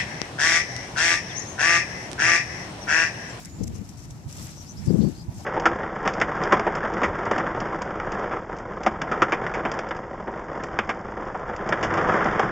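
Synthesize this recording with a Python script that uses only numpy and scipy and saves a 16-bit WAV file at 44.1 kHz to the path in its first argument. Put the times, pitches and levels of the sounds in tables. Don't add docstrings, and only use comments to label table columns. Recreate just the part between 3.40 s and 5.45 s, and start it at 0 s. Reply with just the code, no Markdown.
import sys
import numpy as np
from scipy import signal
from scipy.io import wavfile

SR = 44100
rng = np.random.default_rng(int(sys.argv[2]) if len(sys.argv) > 2 else 0)


def magnitude_from_level(level_db):
    exponent = np.asarray(level_db, float) / 20
    return 10 ** exponent


def store_wav(level_fs):
    pcm = np.round(np.clip(np.atleast_2d(level_fs), -1, 1) * 32767)
    wavfile.write(sys.argv[1], SR, pcm.T.astype(np.int16))


N = 90360
T = np.arange(N) / SR


def rustle():
    # [t/s, level/dB]
    swing = [(0, -47), (.07, -54), (.11, -55), (.27, -56.5), (.54, -57), (.73, -58.5), (.87, -62),
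             (0.896, -48.5), (.95, -48), (1.0, -45), (1.07, -47), (1.2, -51.5), (1.34, -54.5), (1.44, -53),
             (1.5, -51.5), (1.7, -51.5), (1.88, -60.5), (2.05, -50)]
    # [f/Hz, density/dB]
    rustle_colour = [(700, 4), (1500, 4), (2500, 2), (4000, 1), (6000, 2.5), (8000, -6), (11000, -5),
                     (16000, -4.5)]
    grains_per_s, spread_db, trim_db = 3000, 2.5, -2.5
    hits = rng.random(N) < grains_per_s / SR
    grains = hits * magnitude_from_level(spread_db * np.minimum(rng.exponential(1, N), 5))
    t_s, level_db = np.transpose(swing)
    noise = bank(white() * (grains + 0.69), rustle_colour, patch_db=.8, rate_hz=26, near=True)
    return magnitude_from_level(np.interp(T, t_s, level_db) + trim_db) * noise


def scuffs():
    # [t/s, peak/dB, left-right/dB, length/s]
    scuff_events = [(0.021, -41, 4, 0.0068), (0.048, -27.5, 4, 0.0074), (0.053, -29, -0.5, 0.012),
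                    (0.232, -34, 8, 0.01), (0.2366, -28.5, 5, 0.011), (0.2725, -30, -2.5, 0.0075),
                    (0.276, -26.5, -1.5, 0.009), (0.339, -47, 12.5, 0.057), (0.353, -34, 5, .006),
                    (0.36, -33, 5, 0.0073), (0.446, -49, 6, 0.019), (.489, -31.5, -4, 0.0096),
                    (0.493, -45, 8, 0.026), (0.568, -45, 5, 0.1), (0.638, -44.5, 2, 0.022),
                    (0.699, -47, 2, 0.031), (0.706, -32, -3, 0.008), (.8915, -34, 6, 0.0043),
                    (0.896, -39, 6, 0.005), (0.902, -41, 6, 0.0049), (.91, -34, 9, 0.0072),
                    (0.925, -28.5, 2, 0.008), (0.964, -35.5, 0, 0.013), (0.973, -28, 0, 0.0074),
                    (1.026, -25, -8, 0.0066), (1.068, -32, 0, 0.0088), (1.454, -43, 14, 0.03),
                    (1.461, -28.5, 4, 0.0073), (1.686, -33, 2, 0.0095), (1.939, -49, -8, 0.046),
                    (1.981, -35, 0, 0.0095)]
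    # [f/Hz, density/dB]
    scuff_colour = [(2500, 0), (3800, -7), (5000, 4.5), (7000, 3.5), (10000, -0.5), (16000, -12)]
    rise_s, lead_s, min_length_s, trim_db = 0.0042, .0015, .004, -15
    gate = 0
    for t_s, peak_db, pan_db, length_s in scuff_events:
        burst = swell(t_s - lead_s, max(length_s, min_length_s), rise_s)
        decay = np.exp(-np.clip(T - t_s, 0, 1) / length_s * 0.46)
        gate = gate + magnitude_from_level(peak_db + trim_db) * sides(pan_db) * burst * decay
    return gate * bank(white(), scuff_colour, patch_db=1, rate_hz=150, near=True)


def taps():
    # [t/s, level/dB, band centre f/Hz, length/s]
    tap_events = [(0.003, -55, 1850, 0.12), (0.264, -63, 2330, 0.19), (0.293, -51, 600, 0.018),
                  (0.344, -56, 1150, 0.033), (0.793, -52, 540, 0.02), (0.974, -46.5, 740, 0.015),
                  (0.996, -56, 11300, 0.093), (1.043, -55, 2050, 0.082), (1.092, -59, 7400, 0.04),
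                  (1.171, -45.5, 720, 0.008), (1.405, -56.5, 1960, 0.077), (1.601, -52.5, 3800, 0.039),
                  (1.639, -53, 900, 0.021), (1.73, -74, 1270, .02), (1.983, -49.5, 724, 0.051)]
    half_width = .5 / 2.2
    out, noise = 0, rng.standard_normal((2, N))
    source = noise[0] + 3.2 * noise
    for t_s, level_db, hz, length_s in tap_events:
        edges_hz = [hz * (1 - half_width), hz * (1 + half_width)]
        band = signal.butter(2, edges_hz, "band", fs=SR, output="sos")
        puff = rms_one(signal.sosfilt(band, source))
        out = out + magnitude_from_level(level_db) * swell(t_s, length_s, length_s / 3) * puff
    return out


def wind():
    # [t/s, level/dB]
    left_gusts = [
        [(0.17, -56), (0.208, -29.5), (0.282, -37), (0.302, -39.5), (0.362, -36.5), (0.425, -39.5), (0.46, -66),
         (0.47, -47.5)],
        [(1.44, -37), (1.454, -66), (1.472, -22.5), (1.498, -22), (1.674, -21.5), (1.71, -39), (1.74, -22)],
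    ]
    # [t/s, length/s, level/dB]
    right_gusts = [
        (0.186, 0.18, -34.5),
        (0.492, 0.038, -49),
        (0.644, 0.098, -38),
        (0.839, 0.051, -27.5),
        (1.305, 0.069, -35),
        (1.358, 0.15, -28.5),
        (1.49, 0.117, -35),
        (1.766, 0.033, -20.5),
        (1.874, 0.034, -15.5),
        (1.946, 0.059, -32),
    ]
    # [f/Hz, density/dB]
    left_colour = [(15, -59), (25, -18), (70, -0.5), (177, -3.5), (241, 3.5), (380, -21), (412, -11.5),
                   (525, -62), (1200, -81), (1560, -69), (2640, -120)]
    # [f/Hz, density/dB]
    right_colour = [(25, -29), (60, 4.5), (110, 1.5), (200, -3.5), (350, -80), (600, -25)]
    edge_s, lumps_per_s, left_trim_db = 0.022, 17.5, 1
    left, right = 0, 0
    for gust in left_gusts:
        t_s, level_db = np.transpose(gust)
        level = magnitude_from_level(np.interp(T, t_s, level_db) + left_trim_db)
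        left = left + level * swell(t_s[0], t_s[-1] - t_s[0], edge_s)
    for t_s, length_s, level_db in right_gusts:
        right = right + magnitude_from_level(level_db) * swell(t_s, length_s, edge_s)
    left_noise = bank(white(), left_colour, 0, lumps_per_s)[0]
    right_noise = bank(white(), right_colour, 0, lumps_per_s)[0]
    return np.array([left * left_noise, right * right_noise])


def buffets():
    # [t/s, level/dB, ring f/Hz]
    eddies = [(0.2036, -16, 197), (.213, -22.5, 408), (0.22, -20, 111), (.245, -35.5, 347),
              (0.282, -24.5, 72), (0.383, -28, 91), (.411, -24.5, 197), (1.473, -9, 120),
              (1.497, -9.5, 205), (1.504, -12.5, 373), (1.508, -8.5, 204), (1.537, -4, 189),
              (1.556, -14.5, 400), (1.559, -18.5, 103), (1.588, -7.5, 215), (1.602, -7.5, 193),
              (1.615, -10.5, 201), (1.633, -7, 195), (1.646, -14, 353), (1.653, -12.5, 197),
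              (1.663, -10, 188), (1.683, -18.5, 238), (1.695, -20, 300)]
    decay_cycles, rise_cycles = 2.18, 0.79
    rings = 0
    for t_s, level_db, hz in eddies:
        cycles = np.clip(T - t_s, 0, 1) * hz
        envelope = np.minimum(cycles / rise_cycles, 1) * np.exp(-(cycles / decay_cycles) ** 2)
        rings = rings + magnitude_from_level(level_db) * envelope * np.sin(2 * np.pi * cycles)
    return rings * [[1], [0]]


def sparrow():
    # [t/s, f/Hz, level/dB]
    chirps = [
        [(1.16, 5330, -66), (1.184, 6010, -56), (1.198, 5640, -61), (1.21, 5890, -52.5), (1.235, 5600, -83)],
        [(1.252, 4360, -61), (1.268, 5030, -60), (1.286, 5720, -57.5), (1.302, 6070, -52.5), (1.333, 6000, -75)],
        [(1.355, 4530, -61), (1.374, 4800, -56.5), (1.388, 5550, -55), (1.4, 5580, -67), (1.412, 5500, -76)],
        [(1.462, 4970, -64), (1.478, 4830, -58), (1.492, 4700, -56), (1.52, 4580, -74)],
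        [(1.595, 4010, -60), (1.615, 4460, -62), (1.638, 4440, -57), (1.66, 4660, -58), (1.69, 4500, -61)],
        [(1.745, 4130, -53), (1.762, 4550, -62.5), (1.782, 4820, -61), (1.81, 4816, -55), (1.826, 4880, -69)],
    ]
    # [flutter depth/1, buzz f/Hz]
    voicing = [
        (.9, 180),
        (.7, 150),
        (.7, 160),
        (.6, 170),
        (.4, 80),
        (.9, 35),
    ]
    # [delay/s, level/dB]
    note_echoes = [
        (.009, -5),
        (.017, -8),
        (.028, -11),
    ]
    flutter_hz, edge_s, pan_db = 460, .006, 3
    out, buzz = 0, drift(250)
    flutter = np.cos(2 * np.pi * flutter_hz * T)
    for note, (depth, buzz_hz) in zip(chirps, voicing):
        t_s, hz, level_db = np.transpose(note)
        pitch_hz = np.interp(T, t_s, hz) + buzz_hz * buzz
        level = magnitude_from_level(np.interp(T, t_s, level_db) + 2.1 * buzz)
        level = level * swell(t_s[0], t_s[-1] - t_s[0], edge_s)
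        out = out + level * (1 + depth * flutter) * tone(pitch_hz)
    echoes = sum(magnitude_from_level(db) * np.roll(out, int(delay_s * SR)) for delay_s, db in note_echoes)
    return sides(pan_db) * (out + echoes * [[1], [-1]])


def whistler():
    # [t/s, f/Hz, level/dB]
    line = [
        (.06, 6900, -70),
        (.075, 6750, -69),
        (0.151, 7100, -66),
        (.2, 7100, -68),
        (0.28, 7080, -75),
        (.31, 7050, -90),
        (.36, 7030, -75),
        (.4, 7000, -90.5),
    ]
    t_s, hz, level_db = np.transpose(line)
    pitch_hz = np.interp(T, t_s, hz) + 70 * drift(53)
    level = magnitude_from_level(np.interp(T, t_s, level_db, -120, -120) + 1.5 * drift(21))
    return sides(-16) * level * tone(pitch_hz)


def road():
    # [f/Hz, density/dB]
    road_colour = [(15, -55), (25, -62), (43, -8), (112, 2), (300, -11.5), (456, -28.5), (681, -18),
                   (1120, -29), (3000, -36.5), (3900, -101), (6600, -120)]
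    return magnitude_from_level(-40.5) * bank(white(), road_colour, patch_db=0.85, rate_hz=10.6)


def bank(source, colour, patch_db, rate_hz, near=False):
    # [f/Hz, likeness/1]
    likeness = [(60, 0.43), (130, 0.8), (290, 0.67), (630, 0.66), (1400, 0.017)]
    near_likeness, near_hz, lag_samples = .4, 2500, 12
    out, together = 0, drift(rate_hz / 2)
    edges_hz = colour[0][0] * 2 ** np.arange(-.5, 10, .5)
    edges_hz = edges_hz[edges_hz < min(colour[-1][0] * 1.3, 20000)]
    for k, (low, high) in enumerate(zip(edges_hz, edges_hz[1:])):
        band = signal.butter(2, [low, high], "band", fs=SR, output="sos")
        common, opposed = signal.sosfilt(band, source[k % 2])
        hz = np.sqrt(low * high)
        if near:
            alike = near_likeness * min(1, near_hz / hz)
        else:
            alike = np.clip(at_hz(likeness, hz), 0, 1)
        gain = magnitude_from_level(at_hz(colour, hz) + patch_db * (together + 1.57 * drift(rate_hz)))
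        pair = np.sqrt(1 + alike) * common + np.sqrt(1 - alike) * opposed * [[1], [-1]]
        out = out + gain * pair
    if near:
        out[1] = np.roll(out[1], lag_samples)
    return rms_one(out)


def rms_one(x):
    return x / np.sqrt(np.mean(x ** 2) + 1e-20)


def at_hz(points, hz):
    f_hz, value = np.transpose(points)
    return np.interp(np.log(hz), np.log(f_hz), value)


def drift(rate_hz):
    r = np.exp(-40 * np.pi * rate_hz / SR)
    steps = rng.standard_normal(N // 20 + 2002)
    slow = signal.lfilter([1], [1, -2 * r, r * r], steps)[2000:]
    return np.interp(np.arange(N) / 20, np.arange(len(slow)), rms_one(slow))


def white():
    return rng.standard_normal((2, 2, N))


def tone(pitch_hz):
    return np.sin(2 * np.pi * np.cumsum(pitch_hz) / SR)


def swell(start_s, length_s, edge_s):
    return np.clip(np.minimum(T - start_s, start_s + length_s - T) / edge_s, 0, 1) ** 2


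def sides(pan_db):
    return magnitude_from_level(np.array([[pan_db / 2], [-pan_db / 2]]))


def scene():
    high_pass = signal.butter(2, 55, "high", fs=SR, output="sos")
    gusts = signal.sosfilt(high_pass, wind() + buffets())
    return rustle() + scuffs() + taps() + gusts + sparrow() + whistler() + road()


def band_limit(x):
    return signal.sosfilt(signal.butter(12, 14650, fs=SR, output="sos"), x)


def record(dry):
    # [f/Hz, width/Hz, boost/dB, level/dB]
    ports = [
        (5835, 1350, 10.5, 1.5),
        (7480, 1730, 13, -1.5),
    ]
    out = []
    for x, (hz, width_hz, boost_db, level_db) in zip(dry, ports):
        r = np.exp(-np.pi * width_hz / SR)
        poles = [1, -2 * r * np.cos(2 * np.pi * hz / SR), r * r]
        ring = signal.lfilter([(1 - r * r) / 2, 0, (r * r - 1) / 2], poles, x)
        out.append(magnitude_from_level(level_db) * (x + (magnitude_from_level(boost_db) - 1) * ring))
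    shelf = signal.butter(2, 10600, "high", fs=SR, output="sos")
    out[1] = out[1] + (magnitude_from_level(3) - 1) * signal.sosfilt(shelf, out[1])
    low_pass = signal.cheby2(12, 70, 15600, fs=SR, output="sos")
    mix = signal.sosfilt(low_pass, np.array(out))
    return band_limit(mix)


dry = scene()
out = record(dry)
store_wav(out)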